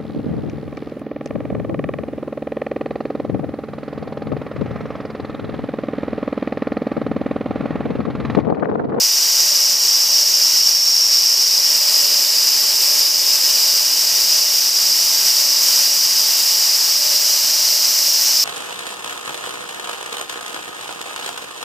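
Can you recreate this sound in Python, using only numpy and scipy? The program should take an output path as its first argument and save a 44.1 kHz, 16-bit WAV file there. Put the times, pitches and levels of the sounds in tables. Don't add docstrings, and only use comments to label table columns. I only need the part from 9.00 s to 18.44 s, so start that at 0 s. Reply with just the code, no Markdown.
import sys
import numpy as np
from scipy import signal
from scipy.fft import rfft, irfft, next_fast_len
from scipy.io import wavfile
from scipy.ndimage import uniform_filter1d, minimum_filter1d

SR = 44100
rng = np.random.default_rng(int(sys.argv[2]) if len(sys.argv) > 2 else 0)


def bounce(signal):
    frames = np.transpose(np.atleast_2d(signal))
    limited = np.clip(frames, -1, 1)
    pcm = np.round(limited * 32767).astype(np.int16)
    wavfile.write(sys.argv[1], SR, pcm)


N = 416304
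TIME = np.arange(N) / SR
FFT_SIZE = 2 * next_fast_len(N // 2 + 1)
BIN_HZ = np.fft.rfftfreq(FFT_SIZE, 1 / SR)


def amp(db):
    return 10 ** (np.asarray(db) / 20)


def follow(rows):
    times, *columns = np.transpose(rows)
    return [np.interp(TIME, times, column) for column in columns]


def swell(top_s, half_s):
    return np.exp(-((TIME - top_s) / half_s) ** 2 / 2)


def spectrum_db(points):
    hz, db = np.transpose(points)
    return np.interp(np.log(BIN_HZ + 1), np.log(hz + 1), db)


def bells_db(rows):
    return sum(db * np.exp2(-(2 * (BIN_HZ - hz) / width) ** 2) for hz, width, db in rows)


def mode_gain(modes):
    power = 0
    for hz, width, db in modes:
        radiation = np.minimum(2 * BIN_HZ / hz, 1)
        power += (amp(db) * radiation / (1 + (2 * (BIN_HZ - hz) / width) ** 2)) ** 2
    return np.sqrt(power)


def noise(gain):
    white = rng.standard_normal(len(BIN_HZ)) + 1j * rng.standard_normal(len(BIN_HZ))
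    shaped = irfft(gain * white)[:N]
    return shaped / np.sqrt(np.mean(shaped ** 2) + 1e-20)


def wander(rate_hz):
    return noise(1 / (1 + (BIN_HZ / rate_hz) ** 4))


# (time [s], peak level [dB])
BUMPS = [(2.029, -72), (2.158, -73), (2.57, -72), (3.029, -63), (4.689, -71), (4.769, -71), (6.759, -66),
         (6.889, -64), (8.339, -66), (9.019, -58)]

def bumps(hz, half_s):
    return sum(amp(db) * np.exp(-((TIME - s) / half_s) ** 2) * np.cos(2 * np.pi * hz * (TIME - s))
               for s, db in BUMPS)


def motor(lines, drift, waver_db):
    shaft_time = np.cumsum(1 + drift * wander(rate_hz=5.6)) / SR
    tones = 0
    for hz, db in lines:
        strength = amp(db + waver_db * wander(rate_hz=8.3))
        tones += strength * np.sin(2 * np.pi * (hz * shaft_time + rng.random()))
    return np.sqrt(2) * tones


# (frequency [Hz], relative level [dB])
FEED_TONES = [(581.3, -8), (610.5, -12), (436, -21), (291, -22)]
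# (time of peak [s], half length [s], drive level [dB])
FEED_SURGES = [(.5, 0.089, -42), (1.3, .15, -45), (3.05, 0.25, -39.8), (3.96, 0.098, -40), (4.5, .2, -41.5),
               (5.35, .15, -42.5), (6.4, 0.22, -45.5), (8.13, .17, -39.7), (8.799, 0.42, -44)]

def feed_motors(idle_db):
    surge_power = sum((amp(db) * swell(s, half)) ** 2 for s, half, db in FEED_SURGES)
    effort = np.sqrt(amp(idle_db) ** 2 + surge_power)
    hum = motor(FEED_TONES, drift=0.00243, waver_db=2.6)
    frame_ring = amp(-7) * noise(mode_gain([(608, 79, 0)]))
    return effort * (hum + frame_ring)


# (time [s], change from usual [dB])
RUSH_STRENGTH = [(0.0, -0.4), (1.6, -1.5), (1.92, -3), (2.56, -1.8), (2.88, 0.4), (3.68, -0.5), (3.84, 1.1),
                 (4.16, -0.5), (4.48, 0.5), (5.28, 0.0), (5.76, -0.5), (6.24, 1.4), (6.56, -0.5),
                 (6.72, 1.5), (7.04, 0.1), (7.36, 1.7), (7.68, 0.2), (9.44, 0)]
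# (time [s], change [dB])
LURCHES = [(.12, -1.3), (.77, -2), (1.04, -1), (1.8, -2), (2.15, 1.6), (2.98, 0.8), (4.66, 0.3),
           (4.88, -1.2), (5.73, -1.8), (8.13, 1)]

def ride_rush(flutter, level_db, slope, flutter_db):
    rush_db = follow(RUSH_STRENGTH)[0]
    lurch_db = sum(db * swell(s, half_s=0.031) for s, db in LURCHES)
    return amp(level_db + slope * rush_db + lurch_db + flutter_db * flutter)


# (frequency [Hz], relative level [dB])
WHINE_TONES = [(866.7, -1.3), (1367, -18), (1209, -20), (678, -18), (807, -20), (299, -21), (180, -23)]

def spindle_whine(flutter):
    tones = motor(WHINE_TONES, drift=0.00022, waver_db=0)
    return tones * ride_rush(flutter, level_db=-46.5, slope=0.97, flutter_db=0.3)


# (frequency [Hz], relative density [dB])
RUSH_SPECTRUM = [(80, -18), (120, -11.5), (170, -7), (330, -4), (560, 1), (850, 0.5), (1050, 3.5),
                 (1420, -1), (2200, 3.5), (3800, 6.5), (6000, 5), (9000, -15.5)]
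# (frequency [Hz], width [Hz], lift [dB])
HOUSING_COLOUR = [(473, 28, -4), (520, 44, -0.5), (1563, 110, 2.5), (1902, 39, 5), (2480, 140, 2.5),
                  (2830, 180, 5.5), (3013, 90, 3.5), (3045, 67, 2.5), (3744, 98, 4), (4020, 200, 4.5)]
# (frequency [Hz], relative density [dB])
FIZZ_SPECTRUM = [(4000, -42), (6000, -25), (6600, 5), (7300, 4), (8100, 4.5), (8600, 1.5), (9300, -3.5),
                 (10600, -2.5), (11150, 1.5), (12700, 3.5), (13500, -3), (14000, 2.5), (15100, 4),
                 (16000, -14)]

def air_rush(flutter, low_edge_hz):
    low_cut = 1 / np.sqrt(1 + (low_edge_hz / (BIN_HZ + 1)) ** 8)
    body = noise(low_cut * amp(spectrum_db(RUSH_SPECTRUM) + bells_db(HOUSING_COLOUR)))
    body *= ride_rush(flutter, level_db=-27, slope=0.91, flutter_db=0.5)
    fizz = noise(amp(spectrum_db(FIZZ_SPECTRUM)))
    fizz *= ride_rush(flutter, level_db=-22, slope=1.24, flutter_db=0.47)
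    high_pass = signal.butter(2, 500, "high", fs=SR, output="sos")
    return body + signal.sosfilt(high_pass, fizz)


# (time of peak [s], half length [s], frequency [Hz], width [Hz], level [dB])
BAND_SWELLS = [(.1, 0.56, 7060, 180, -32), (.8, .57, 430, 110, -53), (3.0, .5, 5040, 100, -22.5),
               (3.8, 1.2, 426, 131, -51), (4.3, 0.64, 5180, 150, -25.5), (4.65, .4, 4870, 90, -28),
               (7.5, 0.97, 5060, 149, -31), (9.05, 0.47, 14560, 170, -30), (9.3, 1.4, 4200, 220, -34),
               (9.4, 0.78, 6100, 200, -31)]

def band_swells():
    return sum(amp(db) * swell(s, half) * noise(mode_gain([(hz, width, 0)]))
               for s, half, hz, width, db in BAND_SWELLS)


# (time [s], level [dB], frequency [Hz])
SQUEAL_PATH = [(0, -27, 5400), (1.05, -20.5, 5460), (1.35, -18, 5490), (2.15, -17.5, 5470),
               (2.5, -20.5, 5455), (3.5, -26.5, 5336), (8.3, -29, 5320), (9.44, -20.5, 5370)]

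def squeal(width_hz):
    level_db, hz = follow(SQUEAL_PATH)
    phase = 2 * np.pi * np.cumsum(hz) / SR
    band = 1 / (1 + (2 * BIN_HZ / width_hz) ** 2)
    whistle = noise(band) * np.cos(phase) + noise(band) * np.sin(phase)
    return amp(level_db) * whistle


# (frequency [Hz], width [Hz], relative level [dB])
LOW_MODES = [(4446, 140, -7.5), (4655, 176, -3), (4962, 320, 2), (5260, 177, 1)]
HIGH_MODES = [(5483, 290, 3), (5700, 450, 3.5), (5930, 220, 3), (6360, 710, -4), (7130, 150, -4.5)]
# (time [s], lower modes' base level [dB], upper modes' [dB])
CUT_LEVELS = [(0, -18.7, -18.2), (1.1, -17.7, -18.5), (2.1, -18.4, -19.5), (3.0, -18, -21.4),
              (4.1, -18, -21.3), (5.4, -18.5, -19.8), (6.7, -17.7, -19.6), (7.7, -18.2, -20.5),
              (9.44, -19.5, -19.5)]

def cut(flutter):
    low_db, high_db = follow(CUT_LEVELS)
    low = noise(mode_gain(LOW_MODES)) * amp(low_db)
    high = noise(mode_gain(HIGH_MODES)) * amp(high_db)
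    return (low + high) * ride_rush(flutter, level_db=0, slope=0.19, flutter_db=0.49)


def scene():
    flutter = wander(rate_hz=17) + 0.46 * wander(rate_hz=3.8)
    spindle = spindle_whine(flutter) + air_rush(flutter, low_edge_hz=112)
    cutter = cut(flutter) + squeal(width_hz=210)
    background = band_swells() + feed_motors(idle_db=-47) + bumps(hz=38, half_s=0.014)
    mix = background + spindle + cutter
    return np.array([mix, mix])


# (frequency [Hz], width [Hz], gain [dB])
TREBLE_COLOUR = [(7580, 140, -3), (8940, 230, -18), (9640, 240, -15), (13330, 340, -12), (13950, 250, 5),
                 (14230, 160, -4)]
PEAK_CEILING, BAND_EDGE_HZ = 0.81, 15300

def record(dry):
    spectrum = rfft(dry, FFT_SIZE, axis=1) * amp(bells_db(TREBLE_COLOUR))
    coloured = irfft(spectrum, axis=1)[:, :N]
    allowed_gain = np.minimum(1, PEAK_CEILING / (abs(coloured).max(axis=0) + 1e-9))
    held_gain = minimum_filter1d(allowed_gain, size=301)
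    smooth_gain = uniform_filter1d(uniform_filter1d(held_gain, size=151), size=151)
    low_pass = signal.firwin(1023, BAND_EDGE_HZ, window=("kaiser", 9), fs=SR)
    return signal.oaconvolve(coloured * smooth_gain, low_pass[None], "same", axes=1)


dry = scene()
out = record(dry)
bounce(out)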